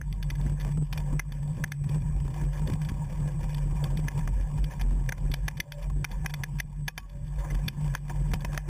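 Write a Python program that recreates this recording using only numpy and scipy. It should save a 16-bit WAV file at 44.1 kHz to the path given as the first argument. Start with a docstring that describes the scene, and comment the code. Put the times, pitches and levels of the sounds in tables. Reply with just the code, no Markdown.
"""A mount boom on a mountain bike sways in two low bending modes, noise-driven, on a rough dirt trail.
The camera's sound comes through the clamp and housing: lumpy rumble of tyre and wind, gravel noise
ringing the housing modes, a loose part knocking on them, dull damped thumps of stones, rough hums.
The recorder ducks after strong sharp sounds, clips, and holds every sample of a slow converter."""
import sys
import numpy as np
from scipy import signal
from scipy.fft import rfft, irfft
from scipy.io import wavfile
from scipy.ndimage import uniform_filter1d

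SR = 44100
rng = np.random.default_rng(int(sys.argv[2]) if len(sys.argv) > 2 else 0)


def master(y):
    """Save y as 16-bit WAV."""
    cut = np.clip(np.atleast_2d(y).T, -1, 1)
    pcm = np.round(cut * 32767)  # scale
    wavfile.write(sys.argv[1], SR, pcm.astype(np.int16))


N = 383222

# low mount mode along the trail: time_s, level_db
SWAY = [(0.0, -33), (0.51, -29), (0.84, -40), (1.01, -31.5), (1.74, -43.5), (2.15, -26), (2.35, -38),
        (2.42, -29), (2.66, -37.5), (3.95, -29), (4.09, -34.5), (4.36, -25), (4.55, -38.5), (4.62, -26),
        (4.74, -44.5), (4.81, -30), (4.98, -26), (5.13, -34.5), (5.3, -25), (5.66, -47.5), (5.95, -26.5),
        (6.05, -37), (6.17, -27.5), (6.34, -40), (6.61, -35), (7.07, -43.5), (7.33, -30.5), (7.43, -40),
        (7.53, -27), (7.67, -42), (7.91, -28.5), (8.08, -39.5), (8.18, -28), (8.69, -35)]
# upper mount mode along the trail: time_s, level_db
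BOUNCE = [(0.0, -41.5), (0.53, -28.5), (0.6, -35.5), (0.82, -25), (0.87, -51), (0.94, -30), (1.09, -35),
          (1.16, -28), (1.21, -48), (1.28, -30.5), (1.33, -41.5), (1.43, -28.5), (1.84, -33.5),
          (1.91, -26.5), (2.13, -34.5), (2.47, -31), (2.52, -40.5), (2.61, -30.5), (4.01, -31), (4.11, -39),
          (4.16, -28.5), (4.45, -44.5), (4.53, -32), (5.42, -37.5), (5.44, -31), (5.64, -51.5),
          (6.02, -31.5), (6.05, -37.5), (6.22, -32.5), (6.75, -42.5), (6.8, -34), (7.02, -56), (7.16, -43),
          (7.62, -35.5), (7.65, -23), (7.72, -39.5), (7.89, -32), (8.06, -37), (8.15, -34), (8.69, -39)]
# housing modes: centre_hz, width_hz, gravel_db (relative), knock_db (relative)
HOUSING = [(342, 10.4, -5, -20), (536.5, 90, 2.5, -25), (770, 59, -1, -7.5), (940, 57, 3, -10),
           (1055, 120, -2.5, -6), (1698, 163, -3, 4.5), (2049, 93, -12, -4), (2387, 136, -7.5, -3),
           (2517, 30, -22, -12), (3084, 53, -32, -13.5), (2964, 330, -11, -20), (3450, 210, -14, -10.5),
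           (3480, 320, -26, -5.5)]
# gravel under the tyre: time_s, buzz_db
GRAVEL = [(0.0, -61), (0.22, -57.5), (0.36, -52.5), (0.58, -55.5), (0.72, -64.5), (1.55, -54),
          (1.67, -50.5), (1.84, -66), (2.05, -55.5), (2.54, -53), (2.98, -50.5), (3.56, -50.5), (3.82, -52),
          (4.14, -47.5), (4.31, -53), (4.72, -52), (5.49, -53.5), (5.93, -59.5), (6.41, -52), (6.61, -57.5),
          (6.85, -67), (7.07, -66), (7.45, -49.5), (7.6, -49), (7.96, -54), (8.15, -56), (8.3, -48.5),
          (8.69, -52.5)]
# loose part against the housing: start_s, level_db, length_s, tilt_db_per_octave, middle_ring_db
KNOCKS = [(.0144, -31.5, 0.0011, -7, 20), (0.127, -35.5, 0.0008, 15, 1), (.2276, -32.5, 0.0047, 15, 2),
          (0.3017, -29.5, 0.0061, 12, 6), (0.353, -43, 0.0072, 13, 12), (0.413, -43, 0.002, 9, 0),
          (0.464, -40, 0.0096, -3, 5), (0.599, -39, 0.021, 11, 5), (0.648, -34.5, 0.0031, -4, -10),
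          (0.714, -47, 0.0084, -8, 5), (0.927, -28.5, 0.0077, 2.5, -17), (0.976, -31, .006, 7, -7),
          (1.1945, -20, .0057, -5, 12.5), (1.321, -37, 0.0056, 4, -12), (1.6398, -19, 0.0071, -3, 14),
          (1.7196, -22.5, 0.0032, 5.5, 4), (1.839, -42.5, .0074, -3, -10), (1.892, -40, 0.0052, 9.5, -9),
          (2.279, -38.5, 0.0047, -7.5, -18), (2.674, -35, 0.0059, 7, -3), (2.699, -39, .0056, 3, -5),
          (2.7364, -36, 0.0037, 11, 2), (2.817, -38, 0.0028, 6, -3), (2.8486, -40, 0.0039, 10, -4),
          (2.888, -34.5, 0.011, 1, -10), (3.5463, -34.5, 0.0031, 4, -7), (3.8407, -29, 0.0034, 3, -11),
          (3.973, -33, 0.0027, 3, -13), (4.083, -24, 0.004, 1, 10), (4.19, -45, 0.0037, 10, -5),
          (4.2757, -29.5, 0.0026, -4.5, -6), (4.398, -43.5, 0.0073, -12, 10),
          (4.577, -41.5, .0067, -5, -11), (4.642, -33.5, 0.0049, 9, -7), (4.71, -40, 0.015, -0.5, -1),
          (4.796, -38, 0.0095, -3, 0), (4.812, -30, 0.0084, 2, -11), (5.091, -23, 0.0052, -1.5, 6),
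          (5.1228, -19.5, .0036, -4, 5), (5.18, -37, .0055, -5, -6), (5.316, -33, 0.005, 8, -6),
          (5.3394, -22.5, 0.0034, 2, -3), (5.481, -19.5, 0.0055, 2.5, -1), (5.571, -39, .0084, 10, 1),
          (5.6014, -17, .006, 17.5, 15), (5.721, -27.5, 0.0025, 18, 4), (5.824, -47, 0.0079, 22, 4),
          (5.898, -39.5, 0.008, -5.5, -15), (6.0445, -19.5, 0.0059, 1.5, 3.5),
          (6.114, -34.5, 0.0082, 4.5, -5), (6.2466, -34, 0.0044, -11, -4), (6.26, -20.5, 0.0045, 3, -0.5),
          (6.296, -33.5, 0.014, 0, -8), (6.339, -24.5, 0.0044, 4, -4), (6.4358, -22.5, .0047, 1, 5),
          (6.587, -38, 0.01, 8, 11), (6.6002, -19, 0.0059, 5, 3), (6.8804, -18.5, 0.0074, 3.5, -1.5),
          (6.978, -22, 0.0047, 0.5, -7), (7.095, -50.5, .0067, 11, -7), (7.386, -42.5, 0.022, 3, 3),
          (7.446, -36, 0.0063, -11.5, 4), (7.5015, -37.5, 0.012, -4, 8), (7.55, -33, 0.0023, 5, -1),
          (7.6814, -19.5, 0.0073, 9, -1), (7.939, -37.5, 0.0027, -4, 0), (7.9507, -17.5, 0.001, 1, 0),
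          (8.0965, -31.5, 0.0097, -8, -4), (8.315, -38, 0.006, -6.5, 7), (8.336, -18, 0.005, -1.5, -11),
          (8.407, -37, .0064, 9.5, -2), (8.4476, -25.5, 0.0042, -3.5, -10), (8.532, -34, 0.0022, -5, -20.5),
          (8.546, -33.5, 0.0049, -4, 8), (8.5764, -20, .0026, -2, 2.5)]
# stones under the tyre: start_s, level_db, pitch_hz
THUMPS = [(0.475, -32, 270), (0.522, -38, 283), (0.686, -25.5, 231), (0.772, -24.5, 236), (1.131, -26, 266),
          (1.638, -24.5, 280), (1.893, -29, 322), (2.25, -29, 299), (2.436, -26, 320), (2.557, -37, 342),
          (2.617, -28, 322), (2.697, -23, 278), (2.916, -27, 285), (3.204, -27, 234), (3.257, -30, 335),
          (3.371, -43, 231), (3.453, -40, 231), (3.99, -27.5, 318), (4.158, -31.5, 345),
          (4.372, -32.5, 262), (4.582, -29, 248), (4.965, -38.5, 256), (5.596, -29, 223),
          (6.043, -25.5, 232), (6.975, -43, 555), (7.17, -41, 231), (7.52, -28, 237), (7.681, -25, 355),
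          (7.806, -32.5, 231), (8.101, -36, 366), (8.334, -29, 336), (8.444, -29.5, 530), (8.53, -40, 546)]


def gain_of(db):
    """Decibels to gain."""
    return 10 ** (np.asarray(db) / 20)


def evened(x):
    """Scales to rms 1."""
    return x / np.sqrt(np.mean(x ** 2) + 1e-20)


def smooth_noise(count, span):
    """Slow chance wander of rms 1: white noise averaged over span samples."""
    return evened(uniform_filter1d(rng.standard_normal(count), span))


def add(mix, start_s, sound):
    """Mixes a sound in at start_s."""
    part = mix[round(start_s * SR):][:len(sound)]
    part += sound[:len(part)]


def resonate(x, hz, width_hz):
    """Complex ringing of one mode driven by x, filter gain about 1 at its centre."""
    pole = np.exp((2j * np.pi * hz - np.pi * width_hz) / SR)
    return signal.lfilter([1 - abs(pole)], [1, -pole], x)


def curve(table, column):
    """One column of a table, interpolated for every sample."""
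    rows = np.array(table)
    return np.interp(np.arange(N) / SR, rows[:, 0], rows[:, column])


def trail(level_db, swell_db):
    """A level along the trail with chance swelling of rms swell_db, as a gain."""
    span = round(0.034 * SR)
    wander = evened(uniform_filter1d(uniform_filter1d(rng.standard_normal(N), span), span))
    return gain_of(level_db + swell_db * wander)


def with_bursts(level_db, bursts):
    """Adds the power of bell-shaped bursts (centre_s, level_db, half_length_s) to a level."""
    t = np.arange(0, N / SR, 1 / 500)
    power = np.zeros(len(t))
    for centre_s, burst_db, half_s in bursts:
        power += gain_of(2 * burst_db) * np.exp(-((t - centre_s) / half_s) ** 2)
    return 10 * np.log10(gain_of(2 * level_db) + np.interp(np.arange(N) / SR, t, power))


def by_chance(count):
    """Random moments, the gravel level there, and two normal numbers each."""
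    start_s = rng.random(count) * N / SR
    a, b = rng.standard_normal((count, 2)).T
    return zip(start_s, np.interp(start_s, *np.transpose(GRAVEL)), a, b)


def mount():
    """Noise rings each low mode; its level swings are partly evened out."""
    # low bending modes: centre_hz, width_hz, steadiness (0-1)
    mount_modes = [(45, 5, .8), (146, 8, .7)]
    build_db, lead_s, half_s = -15.5, 0.034, 0.022  # the upper mode swells before it throws the loose part
    build = [(start_s - lead_s, db + build_db, half_s) for start_s, db, *_ in KNOCKS]
    levels_db = curve(SWAY, column=1), with_bursts(curve(BOUNCE, column=1), build)
    out = np.zeros(N)
    for level_db, (hz, width_hz, steady) in zip(levels_db, mount_modes):
        ring = resonate(rng.standard_normal(N), hz, width_hz)
        ring = resonate(ring, hz, 3 * width_hz)
        ring = evened((ring / (abs(ring) + 1e-9) ** steady).real)
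        driven = trail(level_db, swell_db=2.5) * ring
        out += 2 * resonate(driven, hz, 5.34 * width_hz).real  # the mode cannot follow sudden changes
    return out


def rumble():
    """Lumpy low noise of tyre and wind, with a burst around each listed thump."""
    # rumble spectrum: freq_hz, gain_db
    rumble_colour = [(12, -8), (22, -3), (60, 1), (85, 0), (115, 1), (190, -5), (260, -17), (450, -29),
                     (900, -45)]
    below_modes_db, jolt_db, jolt_half_s = -6, -7.5, 0.04
    freq_hz, colour_db = np.transpose(rumble_colour)
    bins_hz = np.fft.rfftfreq(N, 1 / SR)
    colour = gain_of(np.interp(np.log(bins_hz + 1), np.log(freq_hz), colour_db, -70, -70))
    lumps = gain_of(2.67 * smooth_noise(N, 500))
    noise = evened(irfft(rfft(lumps * rng.standard_normal(N)) * colour, N))
    level_db = (curve(SWAY, column=1) + curve(BOUNCE, column=1)) / 2 + below_modes_db
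    jolts = [(start_s, db + jolt_db, jolt_half_s) for start_s, db, _ in THUMPS]
    return trail(with_bursts(level_db, jolts), swell_db=3) * noise


def buzz_db():
    """Gravel level: slow curve plus crunches and a short burst of gravel noise just after each listed knock."""
    # crunches of loose stones: centre_s, level_db, half_length_s
    crunch_bursts = [(0.487, -53, 0.033), (0.657, -45.5, 0.044), (0.972, -47, 0.046), (1.1, -46, 0.038),
                     (1.923, -47, 0.037), (2.39, -47, 0.048), (2.58, -43, 0.027), (2.69, -43, 0.024),
                     (3.813, -45, 0.083), (4.58, -49.5, 0.034), (4.72, -49, 0.018), (4.83, -49.5, 0.021),
                     (5.21, -53, 0.03), (6.121, -42, 0.021), (7.44, -45, 0.038), (7.54, -62, 0.027),
                     (7.817, -48.5, 0.014), (7.864, -45, 0.0061), (8.113, -52, 0.014), (8.17, -48.5, .025),
                     (8.452, -58.5, 0.01), (8.556, -47, .025), (8.69, -40.5, 0.0096)]
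    after_db, delay_s, half_s = -30, 0.0081, 0.0088
    after = [(start_s + delay_s, db + after_db, half_s) for start_s, db, *_ in KNOCKS]
    return with_bursts(curve(GRAVEL, column=1), crunch_bursts + after)


def gravel():
    """A hiss of tiny shocks and clumps of larger ticks ring the housing; each mode feels its own mix."""
    usual_db, usual_tilt_db = -56, 1  # treble tilt per octave at the usual buzz level
    dulling = 0.18  # tilt lost, dB per octave per dB of extra level
    clumps = gain_of(5.4 * smooth_noise(N, 3000))
    struck = rng.random(N) < 90 * clumps / SR
    size = gain_of(5.8 * np.minimum(rng.exponential(1, N), 4)) * struck
    ticks = evened(np.sqrt(signal.lfilter([1], [1, -.985], size ** 2)))
    flutter = gain_of(0.78 * smooth_noise(N, 700))
    level_db = buzz_db()
    tilt_db = usual_tilt_db - dulling * (level_db - usual_db)
    out = np.zeros(N)
    for hz, width_hz, mode_db, _ in HOUSING:
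        patchy = gain_of(3.4 * smooth_noise(N, 1500))
        envelope = flutter * patchy + 0.43 * ticks * (hz / 1000) ** 0.68
        shocks = envelope * rng.standard_normal(N)
        ring = resonate(resonate(shocks, hz, width_hz), hz, 4.4 * width_hz).real
        out += gain_of(mode_db + tilt_db * np.log2(hz / 800)) * ring / np.sqrt(width_hz)
    return gain_of(level_db) * evened(out)


def knocks():
    """A blow rings the housing modes for a few ms, then the ring is cut short; it also kicks the mount."""
    tap_count, tap_db, tap_length_s = 45, 2, 0.0055  # faint chance knocks, level relative to the gravel curve
    spread_db = 5  # full range of mode level from knock to knock
    out, t = np.zeros(N), np.arange(2600) / SR
    hz, width_hz, _, mode_db = np.transpose(HOUSING)[:, :, None]
    octaves = np.log2(hz / 1950)
    middle = np.exp(-(octaves / 0.28) ** 2)
    taps = [(start_s, db + tap_db + 3 * a, tap_length_s, 0.5 + 6 * b, 0)
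            for start_s, db, a, b in by_chance(tap_count)]
    rows = KNOCKS + taps
    chance = rng.random((len(rows), 3, len(HOUSING), 1))
    chatter = rng.standard_normal((len(rows), len(HOUSING), len(t)))
    for row, (phase, detune, spread), noise in zip(rows, chance, chatter):
        start_s, level_db, length_s, tilt_db, ring_db = row
        gate = 1 / (1 + np.exp((t - length_s) / 0.00022))  # 1 until the ring is cut
        rattle = .5 * gate + gain_of(-33.5) / (1 + np.exp((t - .032) / 0.0033))  # a faint rattle follows
        swing = np.sin(2 * np.pi * (hz * (1 + 0.034 * (detune - .5)) * t + phase))
        swing = swing * gate * np.exp(-.4 * np.pi * width_hz * t)
        rough = np.array([resonate(rattle * z, f, w).real / np.sqrt(w / SR)
                          for z, f, w in zip(noise, hz[:, 0], 0.93 * width_hz[:, 0])])
        mode_gain = gain_of(mode_db + tilt_db * octaves + ring_db * middle + spread_db * (spread - .5))
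        sound = (mode_gain * (swing + rough)).sum(0)
        onset_rms = np.sqrt(np.mean(sound[:250] ** 2))
        sound = np.tanh(0.55 * sound / onset_rms)  # overload flattens the peaks
        kick = 0.25 * np.sin(2 * np.pi * 150 * t) * np.exp(-t / 0.003)
        add(out, start_s, gain_of(level_db) * (sound + kick))
    return out


def thumps():
    """Dull blows of stones: one damped, slightly rough swing with a soft start."""
    thud_count, thud_db = 25, 17.5  # chance thumps, level relative to the gravel curve
    t60_s, attack_s = 0.021, 0.0025
    out, t = np.zeros(N), np.arange(3000) / SR
    rows = THUMPS + [(start_s, db + thud_db + 4.2 * a, 270 * 1.02 ** b)
                     for start_s, db, a, b in by_chance(thud_count)]
    for start_s, level_db, hz in rows:
        rough = evened(resonate(rng.standard_normal(len(t)), hz, 145).real)
        swing = np.sin(2 * np.pi * hz * t) + 0.63 * rough
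        add(out, start_s, swing * gain_of(level_db - 60 * t / t60_s) * (1 - np.exp(-t / attack_s)))
    return out


def hums():
    """Faint rough tones, wavering in pitch and level, that fade in and out."""
    # tones: start_s, peak_s, end_s, pitch_hz, rms_db_at_peak (before waver)
    hum_tones = [(5.62, 5.668, 5.73, 580, -51), (5.722, 5.78, 5.84, 580, -46),
                 (5.816, 5.86, 5.93, 632, -57.5), (6.885, 6.895, 6.95, 1150, -59),
                 (6.975, 6.987, 7.07, 1120, -54.5), (7.058, 7.178, 7.28, 578, -58.5)]
    edge_db = -10  # swell at both ends, before the taper
    out = np.zeros(N)
    for start_s, peak_s, end_s, hz, level_db in hum_tones:
        t = np.arange(start_s, end_s, 1 / SR)
        waver = gain_of(2.4 * smooth_noise(N // 20, 600))[:len(t)]
        drift = 1 + 0.017 * smooth_noise(N // 20, 300)[:len(t)]
        tone = np.sqrt(2) * np.sin(2 * np.pi * np.cumsum(drift * hz) / SR)
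        swell_db = np.interp(t, [start_s, peak_s, end_s], [edge_db, 0, edge_db])
        taper = signal.windows.tukey(len(t), .2)
        add(out, start_s, gain_of(level_db + swell_db) * waver * tone * taper)
    return out


def scene():
    """Everything reaches one microphone through the housing."""
    return (mount() + rumble() + gravel() + knocks() + thumps() + hums())[None]


def record(dry):
    """Gain control ducks after sharp sounds, peaks clip, and the slow converter holds each sample."""
    threshold_db, recovery_db_per_s, duck_ratio = -38, 103.0, 0.62
    converter_hz, edge_hz, ceiling_db = 8000, 15550, -21.2
    sharp = signal.sosfilt(signal.butter(2, 1100, "high", fs=SR, output="sos"), dry[0])
    power_db = 10 * np.log10(abs(uniform_filter1d(sharp ** 2, 130)) + 1e-12)
    fall_db = np.arange(N) * recovery_db_per_s / SR
    held_peak_db = np.maximum.accumulate(power_db + fall_db) - fall_db
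    over_db = np.maximum(held_peak_db - threshold_db, 0)
    late_db = np.r_[np.zeros(260), uniform_filter1d(over_db, 60)][:N]  # the gain reacts a few ms late
    ducked = dry[0] / gain_of(duck_ratio * late_db)
    slow = signal.resample_poly(ducked, converter_hz // 100, SR // 100, window=("kaiser", 5))
    ceiling = gain_of(ceiling_db)
    slow = np.clip(slow, -ceiling, ceiling)
    # each sample repeated 6 times, then back to SR: images of the slow rate remain
    held = signal.resample_poly(np.repeat(slow, 6), SR // 300, 6 * converter_hz // 300)[:N]
    held = np.pad(held, (0, N - len(held)))
    lowpass = signal.firwin(255, edge_hz, window=("kaiser", 9), fs=SR)
    return signal.oaconvolve(held, lowpass, "same")[None]


dry = scene()
out = record(dry)
master(out)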